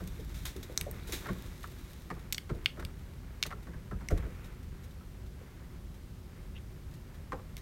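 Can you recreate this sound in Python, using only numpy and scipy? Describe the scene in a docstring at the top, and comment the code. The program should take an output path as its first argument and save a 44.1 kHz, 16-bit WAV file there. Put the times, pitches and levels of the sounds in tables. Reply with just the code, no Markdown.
"""Rope and timber snap under load as a sailor works a rope at the spar (a pole) of a wooden sailing boat.
Each snap is a fibre letting go and making the spar ring; sliding rope catches and slips on the wood.
He shifts his footing on the bow: his feet knock on the deck boards and boom in the hull.
Calm water splashes along the planks and gulps as trapped air rings, over a fine fizz and a low rumble."""
import sys
import numpy as np
from scipy import signal
from scipy.fft import rfft, irfft
from scipy.io import wavfile
from scipy.ndimage import uniform_filter1d

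SR = 44100
rng = np.random.default_rng(int(sys.argv[2]) if len(sys.argv) > 2 else 0)


def dump_mix(stems):
    """Bounce the given channels to the path in sys.argv[1] as a 16-bit WAV at rate SR."""
    frames = np.atleast_2d(stems).T  # one column per channel
    limited = np.clip(frames, -1, 1)  # hard clip at full scale
    pcm = np.round(limited * 32767).astype(np.int16)
    wavfile.write(sys.argv[1], SR, pcm)


N = 335995
T = np.arange(SR // 3) / SR  # time within one event, in seconds

# Tone colours say how strong each frequency is. Columns of all six: f/Hz, level/dB
RUMBLE_TONE = [(11, -58), (18, -11), (43, -0.5), (59, 1.5), (111, -7.5), (129, -8), (184, -11.5),
               (254, -22), (321, -27), (351, -21.5), (385, -39.5), (400, -33.5), (520, -48), (880, -120)]  # hull and breeze
HISS_TONE = [(150, -27.5), (250, 6), (319, -13.5), (354, -5), (386, -9), (519, -6.5), (686, -11),
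             (1040, -12.5), (2400, -20), (2860, -18.5), (4820, -21), (8260, -24.5), (10400, -22.5),
             (11900, -23.5), (16000, -28.5)]  # open air
WATER_TONE = [(300, -2), (1000, -6), (2200, 1), (3000, -4.5), (3750, 3.5), (4500, -4.5), (6500, -3.5),
              (8500, -7.5), (10400, -4.5), (12000, -6), (16000, -10)]  # fizz and spray
SCUFF_TONE = [(150, -26), (500, 4), (1200, -7), (1800, 19.5), (2600, 2.5), (5000, -3.5), (15000, -19)]  # a sole on the boards
TICK_TONE = [(1000, -43), (5000, -19), (8300, 2), (10300, 0), (12200, 6.5), (14000, -10), (16000, -3)]  # the bright tip of a snap
CRACK_TONE = [(300, -41), (900, -14), (1500, 3.5), (2200, 10), (5500, -5), (8000, 13.5), (10000, -6),
              (16000, -16)]  # the crack of a snap

# The functions shift the levels below by a few dB. A ring time (t60) is the time to fade by 60 dB.
# water flowing along the hull: t/s, fizz level/dB, lapping level/dB
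WATER_FLOW = [(0.0, -60.5, -57), (1.14, -61.5, -57.5), (1.25, -60, -49), (1.59, -60, -60),
              (2.2, -64.5, -58.5), (3.96, -65.5, -61), (4.23, -64, -54), (4.74, -66, -63.5),
              (7.6, -65.5, -60.5)]
# the larger swishes: water splashing on the planks, or a sole brushing the boards as a foot lands: t/s,
# level/dB, decay time/s
BIG_SWISHES = [(0.073, -55, 0.0089), (0.343, -56.5, 0.11), (0.453, -42.5, 0.027), (0.563, -54, 0.0091),
               (0.628, -52, 0.013), (1.073, -53.5, 0.15), (1.122, -41, 0.034), (1.629, -54.5, 0.012),
               (2.797, -56, 0.0092), (3.463, -46.5, 0.0061), (4.105, -56.5, 0.022), (4.175, -55.5, 0.0073),
               (4.443, -60.5, 0.014), (4.84, -63.5, 0.013), (7.577, -56.5, 0.013)]
# air pockets closing against the hull: t/s, level/dB, f/Hz
AIR_POCKETS = [(0.194, -40, 440), (0.561, -34, 390), (0.697, -39.5, 500), (0.866, -33.5, 574),
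               (1.093, -37, 430), (1.132, -36, 355), (5.0089, -51.5, 1310), (5.413, -46.5, 484),
               (7.3206, -32.5, 1045)]
# rope sliding over wood: t/s, length/s, level/dB, f/Hz
ROPE_SLIDES = [(0.897, .65, -62.5, 3620), (4.269, 0.38, -65, 1280), (4.311, 0.26, -65, 2550),
               (6.547, 0.041, -51, 2850)]
# feet landing on the deck: t/s, slap level/dB, thud level/dB, thud f/Hz
STEPS = [(0.002, -50.5, -37, 108), (0.79, -69, -39.5, 65), (1.258, -39, -42.5, 195),
         (1.287, -37.5, -31.5, 150), (1.429, -58, -39.5, 35.7), (1.64, -38, -57, 800),
         (2.103, -36.5, -39, 172), (2.494, -41.5, -29.5, 125), (2.538, -70, -41, 110),
         (2.772, -51, -42, 220), (2.795, -44, -37.5, 54.7), (2.823, -44.5, -38, 50), (3.453, -43, -45, 160),
         (3.506, -41.5, -44, 44.8), (3.524, -40, -52, 400), (3.67, -51, -42, 100), (3.735, -53.5, -42, 45),
         (3.912, -43.5, -32, 80.6), (4.009, -50.5, -43.5, 80), (4.102, -44.5, -24, 45),
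         (4.109, -42.5, -33.5, 400), (4.176, -49, -37, 40.7), (4.225, -50.5, -39.5, 45),
         (4.253, -53, -46, 300), (7.321, -36, -38, 594)]
# the notes the boat rings with: f/Hz, level/dB, ring time/s
BOAT_NOTES = [(36, -2, 0.23), (57.3, 0, 0.22), (87, -8.5, 0.16), (116.7, 2, 0.15), (171, 8, 0.28),
              (217.6, -2.5, 0.082), (263, -3, 0.17), (288.3, -3.5, 0.12), (355, 1.5, 0.11), (402, 1, 0.077),
              (462, -1, 0.22), (531.5, -0.5, 0.061), (686, -2, 0.046), (826, -1.5, 0.015),
              (971, 1.5, 0.022), (1137, 4.5, 0.013), (1274, 5.5, 0.024), (1547, 5, 0.017), (1665, 1, 0.022),
              (1930, -42, 0.038)]
# ranges of the spot underfoot, the planks, the beams and the hull: lowest f/Hz, highest f/Hz
BOAT_PARTS = [(700, 2200), (280, 700), (90, 280), (20, 90)]
# the notes the spar rings with: f/Hz, level/dB, ring time/s
SPAR_NOTES = [(1090, -12, 0.0049), (1660, -6, 0.0084), (1850, 1.5, 0.0073), (2205, 2, 0.014),
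              (2840, -1, 0.009), (3600, -1, 0.011), (4480, 5, 0.0064), (4570, 7, 0.0016), (5700, 2, 0.0033),
              (6600, -1.5, 0.01), (8100, 3, 0.0015), (12450, 5.5, 0.0011)]
# rope and timber letting go: t/s, level/dB, centre f/Hz, width/octaves, tick level against the wood/dB
FIBRE_SNAPS = [(0.076, -43.5, 8500, 0.68, 4), (0.776, -20.5, 5580, 0.33, -8.5),
               (0.8119, -27, 2730, 0.77, 2.5), (0.913, -35.5, 12400, 0.22, -6),
               (2.325, -23.5, 4400, 0.97, -1.5), (2.329, -26.5, 6300, 1.4, -19),
               (2.3462, -31, 4800, 0.54, -24), (2.381, -29.5, 2550, 0.8, -10),
               (2.6591, -16.5, 2830, 0.56, -27), (2.85, -35.5, 3560, 0.53, -5),
               (3.4274, -20, 3940, 0.8, -23), (3.4355, -27.5, 3150, 1, -22), (4.0865, -35, 2200, 0.22, -14),
               (4.0866, -35, 5700, 0.23, -7), (7.568, -39, 4160, 1.1, -1.5)]


def undb(db):
    """Turn decibels into a number to multiply by."""
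    return 10 ** (np.asarray(db) / 20)


def unit(x):
    """Scale to an average strength (rms) of 1."""
    return x / np.sqrt(np.mean(x ** 2))


def burst(x, db, size):
    """Scale so that the loudest stretch of `size` samples has this level."""
    return x * undb(db) / np.sqrt(uniform_filter1d(x ** 2, size).max())


def add(out, s, x):
    """Mix x into out, starting at s seconds."""
    i = max(0, int(s * SR))
    out[i:i + len(x)] += x[:max(0, N - i)]


def curve(rows):
    """Join the values in each column of a table by straight lines in time."""
    times, *columns = np.transpose(rows)
    return [np.interp(np.arange(N) / SR, times, column) for column in columns]


def colour(x, points, size=512):
    """Give x a tone colour by turning each frequency up or down."""
    hz, db = np.transpose(points)
    filter_hz = np.arange(size // 2 + 1) * SR / size
    gain = undb(np.interp(np.log(filter_hz + 1), np.log(hz), db))
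    # these steps keep the filter from sounding before the click that sets it off
    cepstrum = irfft(np.log(gain))
    cepstrum[1:size // 2] *= 2
    cepstrum[size // 2 + 1:] = 0
    return signal.fftconvolve(x, irfft(np.exp(rfft(cepstrum))))[:len(x)]


def cut(x, hz, kind):
    """A gentle filter: "lowpass" keeps what is below hz, "highpass" what is above."""
    return signal.sosfilt(signal.butter(2, hz, kind, fs=SR, output="sos"), x)


def ring(x, hz, t60):
    """One note that is set ringing by x and dies away."""
    pole = np.exp((2j * np.pi * hz - np.log(1000) / t60) / SR)
    return signal.lfilter([1], [1, -pole], x).imag


def grains(n, per_s, spread_db):
    """Tiny clicks of uneven size at random moments."""
    chance, size = rng.random(n), rng.standard_normal((2, n))
    return (chance < per_s / SR) * np.sign(size[0]) * undb(spread_db * size[1])


def wander(per_s):
    """A smooth random drift, typically about 1 above or below zero."""
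    hold = int(SR / per_s)
    stairs = np.repeat(rng.standard_normal(N // hold + 1), hold)
    return unit(uniform_filter1d(uniform_filter1d(stairs, hold), hold))[:N]


def swell_and_fade(rise_s, decay_s):
    """How the loudness of one event grows and dies away."""
    return (1 - np.exp(-T / rise_s)) * np.exp(-T / decay_s)


def echoes(x, t60, db):
    """Add a short blur of reflections from deck, spar and water."""
    tail = rng.standard_normal(len(T)) * swell_and_fade(0.0034, t60 / np.log(1000))
    tail = colour(tail, [(100, -2), (2000, 0), (4500, 0.5), (9000, 8), (16000, -0.5)])
    return x + undb(db) * signal.fftconvolve(x, tail / np.sqrt(np.sum(tail ** 2)))[:N]


def open_water(mean_rumble_db=-45, follows_fizz=0.17, heave_db=0.63):
    """Hull and breeze rumble as the boat heaves, with distant hiss, a hollow hum and soft lapping."""
    fizz_db, lap_db = curve(WATER_FLOW)
    rumble_db = mean_rumble_db + follows_fizz * (fizz_db - fizz_db.mean()) + heave_db * wander(1.3)
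    rumble = unit(colour(rng.standard_normal(N), RUMBLE_TONE, size=16384))
    rumble *= undb(rumble_db + wander(7.4))
    hiss = unit(colour(rng.standard_normal(N), HISS_TONE, size=2048)) * undb(-60)
    lap_tone = [(150, -6), (350, 2), (700, -11), (1400, -8), (2200, -9.5), (5000, -37)]
    lapping = unit(colour(grains(N, per_s=1500, spread_db=1.7), lap_tone))
    hum = unit(ring(rng.standard_normal(N), hz=374, t60=0.091)) * undb(-67)
    return rumble + hiss + hum + lapping * undb(lap_db - 1.24 + 2 * wander(14))


def wash(trim_db=1.55, droplet_db=-6, slack_db=-64, floor_db=-78):
    """Water running along the planks makes a fine fizz with single droplets in it."""
    fizz_db = curve(WATER_FLOW)[0] + trim_db
    fizz = unit(colour(grains(N, per_s=7000, spread_db=2.3), WATER_TONE))
    droplet_tone = [(1000, -13), (3700, 4.5), (7000, -5), (12500, 1.5), (16000, -3)]
    droplets = unit(colour(grains(N, per_s=60, spread_db=5), droplet_tone))
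    # when the flow is weak, the fizz sinks under the hiss of the open air
    power = np.maximum(undb(2 * fizz_db) - undb(2 * slack_db), undb(2 * floor_db))
    return (fizz + undb(droplet_db) * droplets) * np.sqrt(power) * undb(wander(9.2))


def small_splashes(per_s=3, offset_db=-1, spread_db=0.5, decay_s=0.017):
    """Pick random splashes, louder when the flow is stronger: t/s, level/dB, decay time/s."""
    flow_times, fizz_db, _ = np.transpose(WATER_FLOW)
    when, size = rng.random((int(per_s * N / SR), 2)).T
    times = when * N / SR
    levels = np.interp(times, flow_times, fizz_db) + offset_db + spread_db * (2 * size - 1)
    return [(s, db, decay_s) for s, db in zip(times, levels)]


def splashes(trim_db=5.5):
    """Water hits the planks, or a sole brushes the boards: a quick splat, then a fading shower of tiny clicks."""
    out = np.zeros(N)
    splat = 0.35 * swell_and_fade(0.00055, 0.0016)
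    for s, db, decay_s in BIG_SWISHES + small_splashes():
        spray = grains(len(T), per_s=6000, spread_db=1.2) * (swell_and_fade(0.0007, decay_s) + splat)
        add(out, s, burst(colour(spray, WATER_TONE), db + trim_db, size=350))
    return out


def gulps(t60=0.044, glide=-0.26, froth_s=0.034, froth_db=-1, froth_cycles=2.45, trim_db=-5.5):
    """Trapped air rings and sinks slightly in pitch, with smaller bubbles frothing around it."""
    out = np.zeros(N)
    # a softer, deeper pocket follows each one
    followers = [(s + 0.02, db - 7, hz * 0.774) for s, db, hz in AIR_POCKETS]
    for s, db, hz in AIR_POCKETS + followers:
        tone = np.sin(2 * np.pi * hz * T * (1 + glide * T)) * swell_and_fade(0.0013, t60 / np.log(1000))
        stir = rng.standard_normal(len(T)) * swell_and_fade(0.0004, froth_s)
        froth = ring(ring(stir, hz, froth_cycles / hz), hz, froth_cycles / hz)
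        add(out, s, burst(unit(tone) + undb(froth_db) * unit(froth), db + trim_db, size=350))
    return out


def rope_rubs(ring_cycles=16, trim_db=-5.5):
    """Rope fibres catch and slip very quickly, which keeps one note of the wood ringing."""
    out = np.zeros(N)
    for s, length_s, db, hz in ROPE_SLIDES:
        n = int(length_s * SR)
        slip_tone = [(0.5 * hz, -24), (0.7 * hz, 0), (1.3 * hz, 0), (2 * hz, -24)]
        slips = colour(grains(n, per_s=2500, spread_db=7.7), slip_tone)
        stroke = np.sqrt(np.abs(np.sin(np.pi * np.arange(n) / n)))
        add(out, s, unit(ring(slips, hz, ring_cycles / hz) * stroke) * undb(db + trim_db))
    return out


def footfall(slap_db, thud_db, thud_hz, scuff_db=-7, settle_s=0.0083, fall_db_per_octave=5):
    """A sole lands and scuffs the boards; the planks answer, then the beams and hull."""
    # the more the thud outweighs the slap, the more slowly the sole lands
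    contact_s = 0.013 * 2 ** ((thud_db - slap_db) / 28.5)
    grit = grains(len(T), per_s=3000, spread_db=7) * swell_and_fade(0.0019, 0.66 * contact_s)
    scuff = 3 * (T == 0) + grit  # one sharp click starts it
    out = burst(colour(scuff, SCUFF_TONE), slap_db + scuff_db, size=350)
    # each spot on the deck makes the notes a little different in level and pitch
    spot = rng.standard_normal((len(BOAT_NOTES), 2))
    spot_db, tuning = 2 * spot[:, 0], 1 + 0.042 * spot[:, 1]
    trims_db = (-2.5, 0, -2, 2)  # spot underfoot, planks, beams, hull
    for k, (low, high) in enumerate(BOAT_PARTS):
        part = sum((-1) ** m * undb(note_db + spot_db[m]) * unit(ring(scuff, hz * tuning[m], t60))
                   for m, (hz, note_db, t60) in enumerate(BOAT_NOTES) if low <= hz < high)
        part = cut(part, high, "lowpass")  # the soft sole passes little that is higher
        # the slap drives the top notes; the thud drives the rest, less so far from its own pitch
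        octaves_away = abs(np.log2(np.sqrt(low * high) / thud_hz))
        db = slap_db if k == 0 else thud_db - fall_db_per_octave * octaves_away
        part = burst(part, db + trims_db[k], size=300 * (k + 1))
        delay = int(SR * settle_s * min(k, 2) / 2)
        out += np.pad(part, (delay, 0))[:len(T)]
    return out


def footsteps(mean_roll_s=0.045, roll_db=-12, roll_hz=900):
    """Each step lands, then rolls onto the rest of the foot with a duller, softer thud."""
    out = np.zeros(N)
    for s, slap_db, thud_db, thud_hz in STEPS:
        step = footfall(slap_db, thud_db, thud_hz)
        roll = undb(roll_db) * cut(step, roll_hz, "lowpass")
        add(out, s, step)
        add(out, s + mean_roll_s * (0.5 + rng.random()), roll)
    return out


def snaps(crack_db=-8, splinter_s=0.003, detune=0.025, trim_db=1):
    """A fibre of rope or timber lets go with a crack and a bright tick, and the spar rings."""
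    out = np.zeros(N)
    for s, db, centre_hz, octaves, tick_db in FIBRE_SNAPS:
        slip = (T == 0) + 0.048 * rng.standard_normal(len(T)) * np.exp(-T / splinter_s)
        wood = 0
        for k, (hz, note_db, t60) in enumerate(SPAR_NOTES):
            # notes near the snap's centre pitch get the hardest push
            push = 0.012 + np.exp(-0.5 * (np.log2(hz / centre_hz) / octaves) ** 2)
            note = unit(ring(slip, hz * (1 + detune * rng.standard_normal()), t60))
            wood += (-1) ** k * push * undb(note_db) * note
        crack = ring(colour(slip, CRACK_TONE), centre_hz, t60=2 / (centre_hz * octaves))
        tick = colour(slip, TICK_TONE)
        snap = burst(wood, 0, size=88) + burst(crack, crack_db, size=88) + burst(tick, tick_db, size=88)
        add(out, s, burst(snap, db + trim_db, size=88))
    return cut(out, 950, "highpass")  # so small a source gives off little bass


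def scene():
    """All the sounds meet at one microphone on the front deck."""
    near = echoes(snaps(), t60=0.21, db=-15)
    near += echoes(footsteps(), t60=0.11, db=-10.5)
    near += echoes(splashes() + gulps(), t60=0.29, db=-16.5)
    return (near + rope_rubs() + wash() + open_water())[None]


def record(dry, bass_hz=21, dip_hz=10400, dip_share=0.54, top_hz=15900):
    """The deepest bass fades, the treble has a narrow dip, and nothing sounds above about 16 kHz."""
    x = cut(dry, bass_hz, "highpass")
    notched = signal.lfilter(*signal.iirnotch(dip_hz, 9, fs=SR), x)
    x += dip_share * (notched - x)
    return signal.sosfilt(signal.ellip(8, 0.2, 70, top_hz, fs=SR, output="sos"), x)


dry = scene()
out = record(dry)
dump_mix(out)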